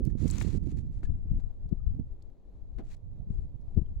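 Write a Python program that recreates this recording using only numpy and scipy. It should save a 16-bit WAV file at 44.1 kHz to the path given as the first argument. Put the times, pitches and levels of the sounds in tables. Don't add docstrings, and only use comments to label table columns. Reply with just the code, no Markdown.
import sys
import numpy as np
from scipy import signal
from scipy.fft import rfft, irfft
from scipy.io import wavfile
from scipy.ndimage import uniform_filter1d, map_coordinates

SR = 44100
rng = np.random.default_rng(int(sys.argv[2]) if len(sys.argv) > 2 else 0)


def file_out(sig):
    cols = np.atleast_2d(sig).T
    lim = np.clip(cols, -1, 1)
    pcm = np.round(lim * 32767).astype(np.int16)
    wavfile.write(sys.argv[1], SR, pcm)


N = 176400

# time_s, level_db
GUSTS_LEFT = [(0, -50), (0.848, -41), (1.028, -34), (1.109, -25.5), (1.221, -34.5), (1.338, -27),
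              (1.559, -38), (1.899, -28.5), (2.018, -40.5), (2.45, -50), (2.772, -36.5), (2.95, -46.5),
              (3.2, -46), (3.36, -31), (3.551, -50.5), (3.798, -29.5), (3.902, -36.5), (4, -36)]
GUSTS_RIGHT = [(0, -25), (0.118, -27.5), (0.259, -24.5), (0.698, -27), (0.952, -32), (1.25, -37),
               (1.361, -32), (1.501, -48.5), (1.651, -36), (1.802, -41), (1.989, -32), (2.079, -42),
               (2.4, -54), (2.849, -40), (3.08, -40.5), (3.399, -36.5), (3.851, -40), (4, -37.5)]
# frequency_hz, gain_db
EDDY_EQ = [(12, 1), (30, 8), (70, 1.5), (120, -3), (200, -11), (300, -22), (450, -41), (700, -53.5),
           (1400, -82.5)]
# centre_s, peak_db, half_width_s, flutter_db, pan_db (left minus right)
VORTEX_HITS = [(.008, -22.5, 0.0009, -26.5, -7.5), (0.089, -23.5, 0.0034, -57, -36),
               (0.154, -19.5, 0.001, -43, -41), (.237, -18, 0.0012, -29, -23),
               (0.2578, -14.5, 0.00092, -26, -32), (.449, -20.5, 0.00084, -45, -27),
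               (0.492, -30.5, 0.00088, -47, -20), (0.672, -19, 0.0011, -34.5, -39),
               (.724, -23, 0.0011, -48, -24), (0.803, -28.5, 0.0026, -45, -12),
               (1.101, -18, .0026, -34.5, 20), (1.258, -30.5, 0.0014, -44, -19.5),
               (1.317, -17, 0.0018, -40, 29), (1.38, -25, 0.0023, -41.5, 0.5),
               (1.66, -28.5, 0.0018, -49, -10), (1.7275, -14, 0.0016, -28.5, 32.5),
               (1.873, -15.5, 0.0035, -50, 31), (1.998, -20, 0.0012, -34, -23),
               (2.12, -29.5, 0.0042, -54.5, 10), (3.202, -28.5, .002, -51, -18),
               (3.3062, -21.5, 0.0016, -42, 20), (3.391, -23, 0.0029, -49.5, 15),
               (3.7779, -12.5, 0.0019, -25.5, 23.5), (3.790, -18, .0035, -35, 29),
               (3.819, -19.5, 0.002, -39, 28), (3.972, -25, 0.0037, -56, -14.5)]
# frequency_hz, gain_db
FLUTTER_EQ = [(50, -2), (110, 0.5), (200, -4.5), (330, -5), (450, -17.5), (700, -32.5), (1200, -53),
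              (3000, -84)]
# start_s, length_s, level_db, swell_db, pan_db
RUB_STROKES = [(0.062, 0.021, -72.5, -23.5, -2), (0.087, 0.024, -69.5, 6, 7), (0.176, 0.11, -59.5, 7.5, 6),
               (0.29, 0.14, -54, 5.5, 6), (0.429, 0.15, -57.5, -10, 8), (.58, 0.31, -82.5, 0.5, 9),
               (0.633, 0.0072, -68.5, 5, 11), (.657, 0.018, -65, 2.5, 10), (.685, 0.043, -66.5, 3, 8),
               (0.763, 0.031, -66.5, 3, 9), (0.801, 0.012, -72, 0, 7), (0.913, 0.1, -78, -3, 3.5),
               (1.034, 0.031, -66.5, -7, 8), (1.395, 0.015, -73.5, 1.5, 9), (2.789, 0.022, -73.5, -12, 4.5),
               (2.833, 0.065, -76, 13, 8), (2.904, 0.048, -64.5, -5, 9), (3.294, 0.15, -84, -3, 10)]
# frequency_hz, gain_db
RUB_EQ = [(300, -1), (700, 3), (1100, 2), (1600, 0), (2200, 3.5), (3100, -2.5), (4300, 1), (5300, -4),
          (7200, 0.5), (8700, -9.5), (10200, -9.5), (12000, -21.5), (16000, -14.5)]
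# start_s, level_db, decay_s, pan_db
GRIP_KNOCKS = [(.383, -41, .006, 11), (0.415, -40.5, 0.0069, 17), (1.032, -47, 0.011, 6),
               (2.782, -44, 0.0094, -6.5), (2.792, -40, 0.017, 4.5)]
# frequency_hz, gain_db
CASE_EQ = [(120, -21), (240, 8), (310, 3), (470, -6.5), (650, -6), (1000, -21), (1400, -22), (2400, -30.5),
           (3300, -34.5), (8000, -61)]
# start_s, level_db, ring_hz, width_hz, decay_s, pan_db
CASE_TICKS = [(0.052, -49, 6000, 22000, 0.00068, -6), (0.061, -68, 11000, 12000, .001, -1),
              (0.278, -47, 6500, 4000, 0.0074, 11), (0.301, -41, 5200, 5900, 0.0019, 8),
              (0.3097, -38, 7400, 2200, 0.0032, 15), (0.3824, -39, 6500, 2170, .0018, 25),
              (0.384, -43.5, 1500, 3000, 0.002, 13), (0.403, -43, 6500, 4000, 0.002, 18),
              (0.4117, -39, 1460, 1800, 0.0062, 30), (0.42, -48, 6900, 5950, 0.0058, 25),
              (1.0311, -45, 760, 900, 0.0019, 15), (1.398, -66.5, 815, 1000, 0.013, 13),
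              (1.69, -69.5, 5000, 5960, .003, 2.5), (2.222, -63, 4400, 1510, 0.0017, 0.5),
              (2.225, -67, 7500, 3990, 0.0014, 6), (2.785, -52, 1700, 2000, 0.0027, 13),
              (2.967, -71, 4950, 9300, 0.0015, 6), (3.343, -71.5, 5000, 6850, 0.0016, 7),
              (3.613, -72.5, 6000, 8000, 0.0005, 4), (3.748, -65, 2486, 3830, 0.001, 1.5),
              (3.857, -80.5, 3000, 3000, 0.0035, 10), (3.894, -76, 2500, 4020, 0.0015, 5)]
# start_s, level_db, pitch_hz, decay_s
BUBBLES = [(.097, -63, 1770, 0.008), (1.052, -52.5, 1700, 0.0057), (1.503, -56, 756, 0.0056),
           (1.8, -66, 1240, 0.0073), (3.21, -59, 709, 0.0049), (3.712, -56.5, 757, 0.0049),
           (3.86, -67.5, 3110, 0.0051)]
# frequency_hz, gain_db
RIVER_EQ = [(40, 2), (150, -2), (300, -4.5), (450, -9.5), (700, -15.5), (1000, -24), (1500, -37),
            (2200, -38), (3000, -42), (4100, -39.5), (5300, -47), (7000, -45), (8500, -53), (16000, -53)]


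def wind(t, gusts, speed, bass_db):
    flicker_db, reference_db, log_speed_per_db = 2.5, -28, 0.0392
    level_db = np.interp(t, *np.array(gusts).T) + flicker_db * wander(22)
    eddies = equalise(rng.standard_normal(N), EDDY_EQ)
    eddies /= np.sqrt(uniform_filter1d(eddies ** 2, size=4000))
    travel = np.cumsum(speed * np.exp(log_speed_per_db * (level_db - reference_db)))
    pressure = map_coordinates(eddies, [travel], mode="mirror")
    return undb(level_db) * equalise(pressure, [(10, bass_db), (45, bass_db), (110, 0.012)])


def buffets(t):
    flutter_spread_s = 0.0086
    flutter = equalise(rng.standard_normal(N), FLUTTER_EQ)
    out = 0
    for centre_s, peak_db, half_width_s, flutter_db, pan_db in VORTEX_HITS:
        position = (t - centre_s) / half_width_s
        swing = -position / (1 + position ** 2 / 5) ** 3
        thump = undb(peak_db) * swing / swing.max()
        halo = undb(flutter_db) * flutter * np.exp(-((t - centre_s) / flutter_spread_s) ** 2 / 2)
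        out += pan(pan_db) / np.sqrt(2) * (thump + halo)
    return out


def finger_rubs(t):
    edge_s, grain_db, roughness_db = 0.0041, 1.17, 2
    grain = stereo_noise(0.28) * undb(grain_db * wander(1700))
    hiss = unit_rms(equalise(grain, RUB_EQ) * undb(roughness_db * wander(120)))
    strokes = 0
    for start_s, length_s, level_db, swell_db, pan_db in RUB_STROKES:
        ease_in = (1 + np.tanh((t - start_s) / (2 * edge_s))) / 2
        let_go = (1 + np.tanh((start_s + length_s - t) / edge_s)) / 2
        ramp = np.clip((t - start_s) / length_s - .5, -.5, .5)
        strokes += pan(pan_db) * ease_in * let_go * undb(level_db + swell_db * ramp)
    return hiss * strokes


def grip_knocks(t):
    knocks = sum(pan(pan_db) * undb(level_db) * hit_envelope(t, start_s, decay_s)
                 for start_s, level_db, decay_s, pan_db in GRIP_KNOCKS)
    return equalise(stereo_noise(0.31), CASE_EQ) * knocks


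def case_ticks(t):
    noise = stereo_noise(0.24)
    out = 0
    for start_s, level_db, ring_hz, width_hz, decay_s, pan_db in CASE_TICKS:
        ring = resonate(noise, ring_hz, width_hz)
        out += pan(pan_db) * undb(level_db) * ring * hit_envelope(t, start_s, decay_s)
    return out


def drips(t):
    attack_s = 0.0025
    out = 0
    for start_s, level_db, pitch_hz, decay_s in BUBBLES:
        age = np.clip(t - start_s, 0, 20 * decay_s)
        envelope = np.minimum(age / attack_s, 1) * np.exp(-age / decay_s)
        out += undb(level_db) * envelope * np.sin(2 * np.pi * pitch_hz * age * (1 + .5 * age))
    return out


def river():
    murmur_db, spray_db, splashes_per_s, splash_decay_s = -60.5, -93, 54, 0.0019
    murmur = equalise(stereo_noise(0.4), RIVER_EQ) * undb(murmur_db + wander(6.7))
    splashes = (rng.random(N) < splashes_per_s / SR) * undb(2.5 * rng.exponential(size=N))
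    tails = signal.lfilter([1], [1, -np.exp(-1 / (splash_decay_s * SR))], splashes)
    spray = equalise(tails * stereo_noise(0.36),
                     [(500, 11.5), (2000, 4.5), (4200, -6.5), (7000, -5.5), (11000, -17.5)])
    return pan(2) * (murmur + undb(spray_db) * spray)


def hit_envelope(t, start_s, decay_s, attack_s=0.00088):
    age = np.clip(t - start_s, 0, 20 * decay_s)
    return np.minimum(age / attack_s, 1) * np.exp(-np.maximum(age - attack_s, 0) / decay_s)


def equalise(x, curve):
    hz, db = np.array(curve, float).T
    f = np.maximum(np.arange(N // 2 + 1) * SR / N, 1)
    gain = undb(np.interp(np.log(f), np.log(hz), db)) * np.minimum(f / hz[0], 1)
    return unit_rms(irfft(rfft(x) * gain, N))


def resonate(x, ring_hz, width_hz):
    f = np.maximum(np.arange(N // 2 + 1) * SR / N, 1)
    return unit_rms(irfft(rfft(x) / (1 + 1j * (f - ring_hz ** 2 / f) / width_hz) ** 2, N))


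def stereo_noise(correlation):
    centre = np.sqrt(correlation) * rng.standard_normal(N)
    return centre + np.sqrt(1 - correlation) * rng.standard_normal((2, N))


def wander(rate_hz):
    f = np.arange(N // 2 + 1) * SR / N
    return unit_rms(irfft(rfft(rng.standard_normal(N)) / (1 + (f / rate_hz) ** 4), N))


def pan(db):
    return unit_rms(undb(np.array([[db], [-db]]) / 2))


def undb(db):
    return 10 ** (np.asarray(db) / 20)


def unit_rms(x):
    return x / np.sqrt(np.mean(x ** 2))


def scene():
    t = np.arange(N) / SR
    left = undb(1.0) * wind(t, GUSTS_LEFT, speed=0.72, bass_db=0)
    right = undb(-1.12) * wind(t, GUSTS_RIGHT, speed=1.2, bass_db=-2.5)
    air = np.array([left, right]) + buffets(t)
    handling = finger_rubs(t) + grip_knocks(t) + case_ticks(t)
    return air + handling + drips(t) + river()


def record(dry):
    cutoff_hz = 15850
    return signal.sosfilt(signal.ellip(10, .2, 80, cutoff_hz, fs=SR, output="sos"), dry)


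dry = scene()
out = record(dry)
file_out(out)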